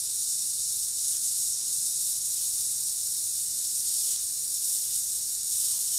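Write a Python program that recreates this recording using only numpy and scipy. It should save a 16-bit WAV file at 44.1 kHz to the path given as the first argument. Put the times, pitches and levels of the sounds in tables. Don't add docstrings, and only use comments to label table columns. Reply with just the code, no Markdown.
import sys
import numpy as np
from scipy import signal
from scipy.fft import rfft, irfft
from scipy.io import wavfile
from scipy.ndimage import uniform_filter1d

SR = 44100
rng = np.random.default_rng(int(sys.argv[2]) if len(sys.argv) > 2 else 0)


def pcm_store(signal):
    levels = np.round(np.clip(np.atleast_2d(signal), -1, 1) * 32767)
    wavfile.write(sys.argv[1], SR, levels.astype(np.int16).T)


def gain_from_db(level_db):
    decades = np.asarray(level_db, float) / 20
    return 10 ** decades


N = 263718

# peak in seconds, rise in seconds, flow in dB,
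# extra sharpness in dB.
BREATHS = [(0.25, 0.085, 1.5, -0.1), (0.64, 0.08, 0.1, -1.2), (0.75, 0.07, 1.5, 2), (0.91, 0.033, -2.5, 0),
           (1.1, 0.11, 1.5, 0), (1.19, 0.035, -2.0, 0), (1.43, 0.27, 2, 0.2), (1.58, 0.075, -3, -3),
           (1.87, 0.06, 1, -0.5), (1.97, 0.036, 0.5, -1), (2.07, 0.055, 2.5, 2), (2.23, 0.06, -1, -1),
           (2.35, 0.11, 1.7, 1.5), (2.62, 0.12, 1.3, 0), (3.53, 0.044, -0.9, -1.2), (4.05, 0.25, 3, -0.7),
           (4.17, 0.032, -2.5, -1.5), (4.31, 0.16, -2.5, -0.2), (4.7, 0.11, 2.5, 0.5), (4.96, 0.03, 1.8, 0),
           (5.24, 0.043, -1.2, -1.5), (5.4, 0.049, -2.5, -3), (5.64, 0.14, 3.0, -0.5),
           (5.98, 0.091, 2.5, -1)]
# peak in seconds, rise in seconds, fullness in dB.
LIFTS = [(-0.05, 0.08, 3), (1.03, 0.037, 2.4), (1.13, 0.04, 7), (1.29, 0.08, 2.6), (1.62, 0.09, 2.5),
         (2.1, 0.08, 2.1), (2.41, 0.13, 4), (3.39, 0.05, 1.8), (3.64, 0.06, 2.4), (3.93, 0.19, 4.5),
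         (4.11, 0.058, 7.5), (4.83, 0.19, 5.5), (5.64, 0.12, 7), (6.03, 0.26, 7)]
# peak in seconds, rise in seconds, level in dB.
WELLS = [
    (1.6, .06, 3.5),
    (2.45, .08, 2),
    (2.9, 0.13, 3),
    (4.03, 0.072, 2),
    (5.76, .07, 3),
]
# frequency in Hz, level in dB.
JET_COLOUR = [(2300, -31.6), (3150, -26.8), (3700, -14.6), (4800, -12.6), (5600, -2.4), (6300, -6.3),
              (7000, -10.0), (8000, 0.9), (9800, -1.7), (11200, -9.8), (13800, -11.9), (14400, -17.1),
              (15650, -27.0)]
# frequency in Hz, width in Hz, gain in dB.
LID_MODES = [(4175, 142, 2.5), (4566, 76, 4.6), (5403, 100, -4.5), (5564, 107, -2.3), (5907, 78, 8.3),
             (5935, 500, -6.5), (6088, 66, 4.6), (6246, 67, -4.4), (6414, 52, -3.9), (6822, 478, 9.0),
             (6984, 85, 2.9), (7108, 160, 4.7), (7455, 48, -2.1), (7658, 136, -3.0), (8005, 132, -4.1),
             (8186, 127, -2.8), (8496, 157, -5.1), (8864, 144, -4.2), (9214, 50, -3.1), (9541, 178, 2.7),
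             (10003, 48, -3.9), (10392, 106, -4.1), (10695, 90, -3.0), (11002, 60, -2.6), (11134, 118, 4.9),
             (11558, 101, -2.5), (12285, 125, 2.6), (14250, 342, -4.6), (2955, 70, 4.5), (3200, 70, -4)]
# delay in ms, linear gain.
ECHOES = [(1.168, -0.08), (1.788, -0.07), (1.921, 0.05), (2.433, -0.05), (2.519, 0.03), (2.636, 0.05),
          (2.754, 0.07), (3.007, 0.06), (3.072, -0.08), (3.246, -0.07), (3.35, -0.05), (3.624, 0.05)]
# frequency in Hz, density in dB per Hz.
RUSH_COLOUR = [(430, -11), (520, -7), (600, -3), (680, -2), (780, -4), (1050, -2.5), (1650, -2.5),
               (2100, -3), (2270, -5), (2450, -1), (2650, 0.5), (2850, -5)]
# frequency in Hz, density in dB per Hz.
BURNER_COLOUR = [(22, -11), (38, -20), (47, -3.5), (62, -1), (92, -4), (118, -5.5), (135, -5.5), (165, -9),
                 (185, -6.5), (220, -14), (280, -9), (390, -11.5), (500, -13), (600, -24)]
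# frequency in Hz, halo width in Hz, level in dB.
HUM = [
    (48.6, 3, -75),
    (100, 4, -70),
    (117, 5.5, -76.5),
    (145.4, 4.7, -70.5),
    (195, 8, -81),
    (410, 6, -80.5),
]
# time in seconds, low edge in Hz, high edge in Hz, side level in dB.
SPLITS = [
    (.03, 12400, 13800, -50),
    (.311, 8200, 9900, -37),
    (.311, 13000, 15700, -43),
    (1.447, 13700, 15500, -52),
    (2.633, 8900, 10400, -37),
    (3.677, 4200, 5170, -53),
    (4.003, 4550, 5800, -47),
    (4.881, 14400, 15700, -57),
]
# time in seconds, peak in dB.
SPITS = [(0.9847, -21), (1.0827, -16), (1.1334, -19), (1.169, -15), (1.612, -18), (1.7295, -24),
         (2.0794, -22), (2.6088, -20), (2.885, -17), (3.0124, -18), (4.1614, -19), (5.4327, -18),
         (5.6017, -16), (5.664, -24), (5.6756, -23), (5.6854, -19)]
# time in seconds, peak in dB, frequency in Hz.
GURGLES = [
    (1.674, -54, 1070),
    (5.705, -56, 600),
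    (5.718, -55, 1240),
    (5.735, -51, 1030),
    (5.748, -51, 1020),
    (5.783, -53, 894),
    (5.829, -59, 1280),
]

BREATH_FALL, LIFT_FALL, WELL_FALL = 1.26, 1.54, 1.1
FLOW_DB, RUSH_DB, BURNER_DB = -30, -65.5, -63.5
EDGE_DB, BODY_DB, TOP_DB = -2, 0.65, -1.5
EDGE_HOLDS, BODY_HOLDS, BODY_YIELDS = 0.53, 0.087, 0.59
RUSH_PER_LIFT, BRIGHT_DB = 0.37, 1.1
DRYING_DB_PER_S, THINNING_DB_PER_S = 0.59, 0.17


def evened(x):
    return x / np.sqrt(np.mean(x ** 2) + 1e-20)


def read(points, hz, skirt_db=30):
    f, value = np.transpose(points)
    outside = np.abs(np.log2((hz + 1) / np.clip(hz + 1, f[0], f[-1])))
    return np.interp(np.log(hz + 1), np.log(f), value) - skirt_db * outside


def coloured(x, gain):
    return irfft(rfft(x) * gain, len(x))


def wander(top_hz, slope):
    hz = np.fft.rfftfreq(N, 1 / SR)
    shape = (hz > 2) * (hz + 1) ** -slope / (1 + (hz / top_hz) ** 4)
    return evened(coloured(rng.standard_normal(N), shape))


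def swells(t, peak_s, rise_s, db, fall):
    since_s = t[:, None] - peak_s
    width_s = rise_s * np.where(since_s > 0, fall, 1)
    return (db * np.exp(-(since_s / width_s) ** 2)).sum(axis=1)


def gap(t):
    peak_s, rise_s, flow_db, sharp_db = np.transpose(BREATHS)
    flow = swells(t, peak_s, rise_s, flow_db, BREATH_FALL)
    sharp = swells(t, peak_s, rise_s, sharp_db, BREATH_FALL)
    lift = swells(t, *np.transpose(LIFTS), LIFT_FALL)
    well = swells(t, *np.transpose(WELLS), WELL_FALL)
    return flow, sharp, lift, well


def turbulence():
    gusts_db = 0.53 * wander(45, 0.1) + 1.02 * wander(920, 0.1)
    eddies = rng.standard_normal(N) * gain_from_db(gusts_db)
    hz, t, z = signal.stft(eddies, SR, nperseg=256, noverlap=192)
    flow_db, sharp_db, lift_db, _ = gap(t)
    edge_db = EDGE_DB + lift_db - EDGE_HOLDS * flow_db
    body_db = BODY_DB - BODY_HOLDS * flow_db - BODY_YIELDS * sharp_db - THINNING_DB_PER_S * t
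    top_db = TOP_DB + sharp_db + DRYING_DB_PER_S * t
    under = np.clip((3650 - hz) / 300, 0, 1)[:, None]
    edge = under * np.clip((hz - 2000) / 700, 0, 1)[:, None]
    body = np.clip((7600 - hz) / 900, 0, 1)[:, None] - under
    top = np.clip((hz - 10300) / 2600, 0, 1.5)[:, None]
    patches = rng.standard_normal(z.shape[::-1]).T
    patches = uniform_filter1d(patches, size=7, axis=0)
    patches = evened(uniform_filter1d(patches, size=30, axis=1))
    z = z * gain_from_db(edge * edge_db + body * body_db + top * top_db + 0.71 * patches)
    return signal.istft(z, SR, nperseg=256, noverlap=192)[1][:N]


def lid_response(size=8192):
    hz = np.abs(np.fft.fftfreq(size, 1 / SR))
    db = read(JET_COLOUR, hz, skirt_db=50)
    for f, width_hz, gain_db in LID_MODES:
        db += gain_db / (1 + (2 * (hz - f) / width_hz) ** 2) ** 2
    db -= 6 * np.clip((2920 - hz) / 150, 0, 1)
    echoes = 1 + sum(g * np.exp(-2j * np.pi * hz * ms / 1000) for ms, g in ECHOES)
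    log_gain = np.log(gain_from_db(np.maximum(db, -100)) * abs(echoes))
    return np.fft.ifft(np.exp(np.conj(signal.hilbert(log_gain)))).real[:size // 2]


def walls(x, wet_db=-14, t60_s=0.14):
    t = np.arange(4000) / SR
    tail = rng.standard_normal(4000) * gain_from_db(-60 * t / t60_s) * (t > .004)
    return x + gain_from_db(wet_db) * signal.oaconvolve(x, tail / np.linalg.norm(tail))[:N]


def steam():
    drop_db = 2.9 * np.minimum(rng.exponential(1, N), 4)
    struck = rng.random(N) < 250 / SR
    spray = rng.choice([-1., 1.], N) * gain_from_db(drop_db) * struck
    source = evened(turbulence()) + gain_from_db(3.0) * spray
    hiss = signal.oaconvolve(source, lid_response())[:N]
    flow_db = gap(np.arange(N) / SR)[0]
    return walls(evened(hiss) * gain_from_db(FLOW_DB + flow_db))


def rush():
    t, hz = np.arange(N) / SR, np.fft.rfftfreq(N, 1 / SR)
    noise = rng.standard_normal(N) * gain_from_db(0.63 * wander(60, 0.24))
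    noise = evened(coloured(noise, gain_from_db(read(RUSH_COLOUR, hz, skirt_db=43))))
    upper = coloured(noise, np.clip((hz - 1000) / 400, 0, 1))
    _, _, lift_db, well_db = gap(t)
    tilted = noise + (gain_from_db(BRIGHT_DB - well_db) - 1) * upper
    return tilted * gain_from_db(RUSH_DB + RUSH_PER_LIFT * lift_db + well_db)


def kitchen():
    t, hz = np.arange(N) / SR, np.fft.rfftfreq(N, 1 / SR)
    rumble = coloured(rng.standard_normal(N), gain_from_db(read(BURNER_COLOUR, hz, skirt_db=35)))
    out = gain_from_db(BURNER_DB) * evened(rumble)
    for f, width_hz, db in HUM:
        halo = evened(coloured(rng.standard_normal(N), 1 / (1 + (2 * (hz - f) / width_hz) ** 2)))
        tone = np.sin(2 * np.pi * (f * t + rng.random()))
        out += gain_from_db(db) * (0.59 * halo + 1.15 * tone)
    return out


def splits():
    side, n, k = np.zeros(N + 4096), np.arange(2048), np.arange(1024)
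    first = 360
    rise = np.cumsum(signal.windows.kaiser(1025, 4 * np.pi))
    window = np.sqrt(np.r_[rise[:-1], rise[-2::-1]] / rise[-1])
    for s, low_hz, high_hz, db in SPLITS:
        hz = k * SR / 2048
        used = k[(hz > low_hz) & (hz < high_hz)]
        cosines = np.cos(np.pi / 1024 * np.outer(used + .5, n + 512.5))
        block = rng.standard_normal(len(used)) @ cosines
        start = first + 1024 * round((s * SR - first) / 1024)
        side[start:][:2048] += gain_from_db(db) * evened(block) * window
    return side[1024:N + 1024]


def spits():
    out, t = np.zeros(N + 400), np.arange(400) / SR
    for s, db in SPITS:
        crackle = rng.standard_normal(400) * np.exp(-t / 0.00062)
        out[round(s * SR):][:400] += gain_from_db(db) * crackle
    colour = [(1300, -25.5), (2600, -24), (4000, -4), (8000, 5)]  # Hz, dB
    return coloured(out[:N], gain_from_db(read(colour, np.fft.rfftfreq(N, 1 / SR), skirt_db=15)))


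def gurgles():
    out, t = np.zeros(N + 600), np.arange(600) / SR
    for s, db, hz in GURGLES:
        pop = np.sin(2 * np.pi * hz * t) * np.exp(-t / 0.0021)
        out[round(s * SR):][:600] += gain_from_db(db - 0.5) * pop
    return out[:N]


def scene():
    mono = steam() + rush() + kitchen() + spits() + gurgles()
    return np.tile(mono, (2, 1))


def roll_off(x):
    return signal.sosfilt(signal.butter(12, 16230, fs=SR, output="sos"), x)


def record(dry):
    lowpass = signal.firwin(1023, 15730, window=("kaiser", 9), fs=SR)
    limited = signal.oaconvolve(dry, lowpass[None], "same")
    mix = limited + splits() * [[1], [-1]]
    return roll_off(mix)


dry = scene()
out = record(dry)
pcm_store(out)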